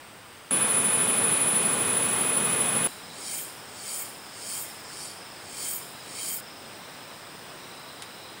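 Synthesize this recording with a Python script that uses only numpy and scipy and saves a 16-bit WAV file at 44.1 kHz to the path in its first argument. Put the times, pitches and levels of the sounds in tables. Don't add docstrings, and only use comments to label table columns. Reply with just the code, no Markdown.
import sys
import numpy as np
from scipy import signal
from scipy.fft import rfft, irfft, next_fast_len
from scipy.io import wavfile
from scipy.ndimage import uniform_filter1d, map_coordinates

SR = 44100
rng = np.random.default_rng(int(sys.argv[2]) if len(sys.argv) > 2 else 0)


def to_wav(s):
    ch = np.atleast_2d(s).T
    pcm = np.round(np.clip(ch, -1, 1) * 32767)
    wavfile.write(sys.argv[1], SR, pcm.astype(np.int16))


def volts_from_decibels(level):
    exponent = np.asarray(level, float) / 20
    return 10 ** exponent


N = 370440
T = np.arange(N) / SR

TRUNK_S, TURN_S, TRAIL_S, RASP_END_S = .5078, 1.622, 2.875, 6.408

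# frequency in Hz, density in dB per Hz.
CAMP_WASH = [(30, -96), (70, -86), (95, -80), (300, -82.5), (1100, -81), (2200, -85), (3600, -88.5),
             (4300, -93), (4900, -89.5), (5600, -95), (6800, -99.5), (8700, -87.5), (10000, -98.5),
             (12000, -103), (14000, -100.5), (15700, -93)]
TRUNK_WASH = [(30, -90), (60, -80), (110, -65), (220, -59), (320, -66), (430, -61), (700, -66.5),
              (1200, -64.5), (1700, -69), (3500, -71), (4500, -79), (5600, -82.5), (7000, -79.5),
              (8700, -70), (9400, -74.5), (10200, -65.5), (11000, -80), (12000, -87), (13200, -86),
              (14200, -88), (14800, -86), (15400, -85), (16600, -85)]
TRAIL_WASH = [(30, -96), (60, -93.5), (100, -78), (800, -78), (1300, -79), (2200, -83), (3600, -84.5),
              (4400, -88), (6300, -95.5), (7500, -91.5), (8700, -85), (10000, -98), (11800, -101),
              (14000, -97.5), (15700, -88.5)]

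# time in seconds, strength in dB.
TWIG_SNAPS = [(4.2652, -22), (4.8002, -24), (8.0224, -8.8)]
# centre in Hz, width in Hz, gain in dB.
TWIG_MODES = [(1200, 900, -7), (3300, 1300, 1.5), (9200, 1700, -2)]

# time in seconds, level in dB.
CRICKET_LEVEL = [(2.88, -53.5), (3.7, -55.5), (4.3, -52.5), (6.4, -54), (7.5, -54.5), (8.4, -56)]
# start in seconds, end in seconds, level in dB.
DRONE_PHRASES = [(2.7, 3.459, -54), (5.7, 6.4, -57), (6.6, 7.4, -61), (7.45, 8.7, -55)]

# time in seconds, level in dB.
NEIGHBOUR_LEVEL = [(.52, -59), (1.3, -62), (2.87, -56)]
# pitch in Hz, throb rate in Hz, pitch swing in Hz, level in dB.
RIVAL_TONES = [(10017.3, 12.9, 16, -37.5), (10050.1, 12.8, 17, -40)]
# pitch in Hz, click rate in Hz, throb rate in Hz, time near the highest pitch in seconds.
WHINE_TONES = [(2499, 282, 12.7055, .5339), (2505.12, 286.5, 12.5666, 1.7283)]
# harmonic number, sideband in multiples of the click rate,
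# level in dB before the turn, level in dB after it; the throb then swings these levels.
WHINE_PARTIALS = [(1, 0, -44, -44.3), (3, 0, -55.5, -57), (3, 1, -56.5, -58), (4, -3, -47.4, -51.3),
                  (4, -2, -47.6, -46.5), (4, -1, -43.3, -40.1), (4, -.5, -47.3, -53.6),
                  (4, 0, -25.3, -28.4), (4, .5, -52.6, -51.6), (4, 1, -39.6, -37.9), (4, 2, -58.8, -44.1),
                  (5, -1, -62, -59.5), (5, 0, -47.6, -52.8), (5, 1, -60, -58.5), (6, -1, -65.2, -64.4),
                  (6, 0, -49.1, -45.6), (6, 1, -59.3, -60.8)]
THROB_SWINGS = {"low": [(.04, .15, .53), (.05, .05, .56)],
                4: [(.15, .26, .22, .15, .14, .09, .04, .06, .21), (.15, 1.35, .155, .35, .12, .2, .05)],
                5: [(.2, .3, .12, .15, .3, .07, .24), (.22, .39, .05, .05, .07, .23, .96)],
                6: [(.2, .5, .1, .07, .24, .1, .17, .07, .12),
                (.19, .26, .03, .11, .13, .08, .11, .04, .06)], "under": [(.16, .33, .5, .19, .07),
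                (.18, .25, .01, .1, .31)], "over": [(.16, .48, .07, .14, .47), (.18, .2, .11, .15, .32)]}

# time of the peak in seconds, effort in dB, clicks per second at the peak.
RASP_SWELLS = [(2.75, -34.5, 261), (3.35, -34.5, 261), (3.95, -34.5, 263), (4.551, -34.5, 263),
               (5.031, -40.5, 218), (5.68, -33.5, 260), (6.28, -33.5, 260)]
FULL_DB = -35
# centre in Hz, width in Hz, level in dB within the band.
DEEP_MODES = [(2180, 100, -3), (2370, 110, -3), (3140, 110, 0)]
LOW_MODES = [(4624, 156, -7), (5230, 1330, -1.5)]
MAIN_MODES = [(6950, 950, -4), (7750, 1100, 1.5), (8600, 1100, 1.5), (10700, 500, -12)]
TOP_MODES = [(11220, 790, 4.4), (13300, 400, 6.2), (14000, 440, 7.8), (15400, 820, 13.7)]
# lag of the peak at full effort in seconds, dB over a full swell,
# dB lost per dB of weaker effort, rise in dB/s, fall in dB/s, rounding of the peak in dB,
# echo in dB, fall of the echo in dB/s.
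DEEP_SWELL = (-.04, -13, 1.1, 130, 85, 6, -16, 90)
LOW_SWELL = (-.045, -8, .3, 110, 95, 6, -12, 90)
MAIN_SWELL = (.008, -.6, 1, 110, 155, 10, -9.5, 70)
TOP_SWELL = (.072, -1.6, 3, 140, 600, 8, -10.5, 105)


def unit(x):
    return x / np.sqrt(np.mean(x ** 2) + 1e-20)


def level_curve(rows):
    s, db = np.transpose(rows)
    return volts_from_decibels(np.interp(T, s, db))


def between(start, end, edge_s=.002):
    return np.clip(np.minimum(T - start, end - T) / edge_s, 0, 1)


def wobble(rate, t=T):
    return map_coordinates(rng.standard_normal(int(N * rate / SR) + 4), [t * rate])


def filtered(x, response):
    m = next_fast_len(N + 8192)
    return irfft(rfft(x, m) * response(np.fft.rfftfreq(m, 1 / SR)), m)[:N]


def resonant(x, modes):
    def response(f):
        total = 0
        for k, (centre, width, db) in enumerate(modes):
            damping = 1j * f * width
            total = total + (-1) ** k * volts_from_decibels(db) * damping / (centre ** 2 - f ** 2 + damping)
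        return total
    return filtered(x, response)


def narrow(hz, width_hz):
    return unit(filtered(rng.standard_normal(N), lambda f: np.exp(-((f - hz) / width_hz) ** 2)))


def wash(spectrum, patchy_db):
    z = signal.stft(rng.standard_normal(N + 512), nperseg=512)[2]
    field = uniform_filter1d(rng.standard_normal(z.shape), 8, 0)
    field = unit(uniform_filter1d(field, 8, 1))
    noise = unit(signal.istft(z * volts_from_decibels(patchy_db * field), nperseg=512)[1][:N])
    hz, db = np.transpose(spectrum)

    def response(f):
        return volts_from_decibels(np.interp(np.log(f + 1), np.log(hz), db)) * np.sqrt(SR / 2)
    return filtered(noise, response)


def forest():
    camp = between(-1, TRUNK_S) * wash(CAMP_WASH, patchy_db=.7)
    trunk = between(TRUNK_S, TRAIL_S) * wash(TRUNK_WASH, patchy_db=.4)
    trail = between(TRAIL_S, 9) * wash(TRAIL_WASH, patchy_db=.5)
    hiss = volts_from_decibels(-44.5) * between(TURN_S, TRAIL_S) * narrow(10540, width_hz=260)
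    return (camp + trunk + trail) * volts_from_decibels(0.21 * wobble(6.7)) + hiss


def camp_note():
    shape = between(.31, 9, edge_s=0.046) * between(-1, TRUNK_S)
    return volts_from_decibels(-70) * shape * narrow(6400, width_hz=45)


def drones():
    low = sum(volts_from_decibels(db) * between(start, end, edge_s=0.2) for start, end, db in DRONE_PHRASES)
    low = low * volts_from_decibels(1.5 * wobble(40)) * narrow(3930, width_hz=230)
    high = volts_from_decibels(-69 + 2.5 * wobble(5)) + volts_from_decibels(-64) * between(7.55, 7.75, edge_s=.05)
    return between(TRAIL_S, 9) * (low + high * narrow(5780, width_hz=120))


def twigs():
    blows, t = np.zeros(N), T[:SR // 8]
    for s, db in TWIG_SNAPS:
        crack = volts_from_decibels(-21 - 60 * t / .08) * rng.standard_normal(len(t))
        crack[0] = 1
        blows[round(s * SR):][:len(t)] += volts_from_decibels(db) * crack
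    return resonant(blows, TWIG_MODES)


def crickets():
    cycle = 21.5 * T + 1.3 + .1 * wobble(3)
    pitch = 5600 - 900 * (cycle % 1) + 60 * wobble(13)
    weaker = 3 * (cycle % 2 > 1)
    chirp = np.sin(np.pi * (cycle % 1)) ** 1.6 * volts_from_decibels(2 * wobble(15) + wobble(2.5) - weaker)
    tone = np.sin(2 * np.pi * np.cumsum(pitch) / SR + 0.4 * wobble(120))
    near = unit(chirp * volts_from_decibels(1.5 * wobble(150)) * tone)
    leaves = volts_from_decibels(-60 * T[:SR // 8] / .16) * rng.standard_normal(SR // 8)
    smeared = unit(signal.fftconvolve(near, leaves)[:N])
    chorus = .6 * near + .5 * smeared + .65 * narrow(5140, width_hz=400)
    return between(TRAIL_S, 9) * level_curve(CRICKET_LEVEL) * chorus


def neighbour():
    bursts = np.clip(np.sin(2 * np.pi * 10.2 * T) + .6 * wobble(6), 0, 3)
    ticking = level_curve(NEIGHBOUR_LEVEL) * unit(bursts) * narrow(10702, width_hz=25)
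    return between(TRUNK_S, TRAIL_S) * ticking


def rival():
    out = np.zeros(N)
    spans = [(TRUNK_S, TURN_S), (TURN_S, TRAIL_S)]
    for span, (hz, throb, swing_hz, db) in zip(spans, RIVAL_TONES):
        bend = swing_hz / throb * np.sin(2 * np.pi * throb * T)
        tone = np.sin(2 * np.pi * hz * T + bend + 0.41 * wobble(8))
        out += np.sqrt(2) * volts_from_decibels(db + wobble(15.3)) * between(*span) * tone
    return out


def whine(turned, start, end, bend_hz, side_bend, rough):
    pitch, clicks, throb, highest_s = WHINE_TONES[turned]
    span = (T > start) & (T < end)
    t = T[span]
    cycle = (t - highest_s) * throb
    steady = 2 * np.pi * np.cumsum(pitch + .1 * wobble(3, t)) / SR
    pumping = np.cos(2 * np.pi * cycle) + 0.099 * np.cos(4 * np.pi * (cycle - .9))
    bend = 2 * np.pi * bend_hz * np.cumsum(pumping) / SR
    tick = 2 * np.pi * np.cumsum(clicks + 1.2 * wobble(8, t)) / SR
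    out = np.zeros(N)
    for order, side, *db in WHINE_PARTIALS:
        if side:
            kind = "under" if side < 0 else "over"
        else:
            kind = order if order in THROB_SWINGS else "low"
        flutter, *swings = THROB_SWINGS[kind][turned]
        hollow = turned and kind == 4
        size = .3j if hollow else 1
        for k, (depth, lag) in enumerate(np.reshape(swings, (-1, 2)), 1):
            size = size + depth * np.cos(2 * np.pi * k * (cycle - lag))
        share = side_bend if side else 0 if hollow else 1
        phase = order * (steady + share * bend) + side * tick + rng.uniform(0, 2 * np.pi)
        scatter = 1 + flutter * (.4 * wobble(22, t) + .8 * wobble(85, t))
        tone = (size * np.exp(1j * (phase + order * rough * wobble(60, t)))).real
        out[span] += np.sqrt(2) * volts_from_decibels(db[turned]) * scatter * tone
    return between(start, end) * out


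def whiner():
    facing = whine(0, TRUNK_S, TURN_S, bend_hz=5.5, side_bend=.5, rough=.04)
    turned = whine(1, TURN_S, TRAIL_S, bend_hz=3.9, side_bend=.9, rough=.045)
    return facing + turned


def gliding(x, modes, shift):
    out = np.zeros(N)
    for hz, width_hz, db in modes:
        spin = np.exp(2j * np.pi * hz * np.cumsum(shift) / SR)
        pole = np.exp(-np.pi * width_hz / SR)
        still = signal.lfilter([1], [1, -2 * pole, pole ** 2], x / spin)
        out += volts_from_decibels(db) * unit((still * spin).real)
    return unit(out)


def swelling(band):
    lag_s, over_db, loss, rise, fall, round_db, echo_db, echo_fall = band
    power = np.zeros(N)
    for s, db, _ in RASP_SWELLS:
        effort_db = db - FULL_DB
        late = T - s - lag_s * volts_from_decibels(effort_db)
        peak_db = FULL_DB + over_db + loss * effort_db

        def climb(down):
            slope = np.where(late < 0, rise, down)
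            return round_db - np.hypot(slope * late, round_db)
        power += volts_from_decibels(2 * (peak_db + climb(fall)))
        power += volts_from_decibels(2 * (peak_db + echo_db + climb(echo_fall)))
    return np.sqrt(power)


def rasper():
    s, _, top_rate = np.transpose(RASP_SWELLS)
    nearest = np.searchsorted((s[1:] + s[:-1]) / 2, T)
    after_peak = T - s[nearest]
    rate = top_rate[nearest] + 105 * np.clip(after_peak, -.3, .05)
    cycle = np.cumsum(rate + 2 * wobble(40)) / SR
    clicks = unit(np.diff(np.floor(cycle), prepend=0) * volts_from_decibels(0.59 * rng.standard_normal(N)))
    buckles = np.diff(np.floor(3 * cycle + .45 * wobble(900)), prepend=0) > 0
    ribs = unit(buckles * volts_from_decibels(1.5 * rng.standard_normal(N)))
    ribs = unit(ribs + 1.3 * rng.standard_normal(N))
    burst_depth = .65 * np.clip((.12 - after_peak) / .05, 0, 1)
    ribs = unit(ribs * (1 + burst_depth * np.cos(2 * np.pi * cycle)))
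    risen = uniform_filter1d(np.clip((after_peak + 0.17) / 0.33, 0, 1), size=600) + .08 * wobble(25)
    deep = gliding(.4 * clicks + ribs, DEEP_MODES, 1 + .01 * risen)
    deep = swelling(DEEP_SWELL) * volts_from_decibels(2 * wobble(35)) * deep
    low = gliding(.4 * clicks + ribs, LOW_MODES, 1 + 0.017 * risen)
    low = swelling(LOW_SWELL) * volts_from_decibels(1.2 * wobble(30)) * low
    main = swelling(MAIN_SWELL) * gliding(0.083 * clicks + ribs, MAIN_MODES, 1 + 0.085 * risen)
    top = swelling(TOP_SWELL) * gliding(.3 * clicks + ribs, TOP_MODES, 1 + 0.059 * risen)
    return between(TRAIL_S, RASP_END_S) * (deep + low + main + top)


def scene():
    background = forest() + camp_note() + drones() + twigs() + crickets()
    at_trunk = neighbour() + rival() + whiner()
    return (background + at_trunk + rasper())[None]


def band_limit(x):
    return signal.sosfilt(signal.butter(12, 16660, fs=SR, output="sos"), x)


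def record(dry):
    mix = filtered(dry[0], lambda f: f < 15750)[None]
    return band_limit(mix)


dry = scene()
out = record(dry)
to_wav(out)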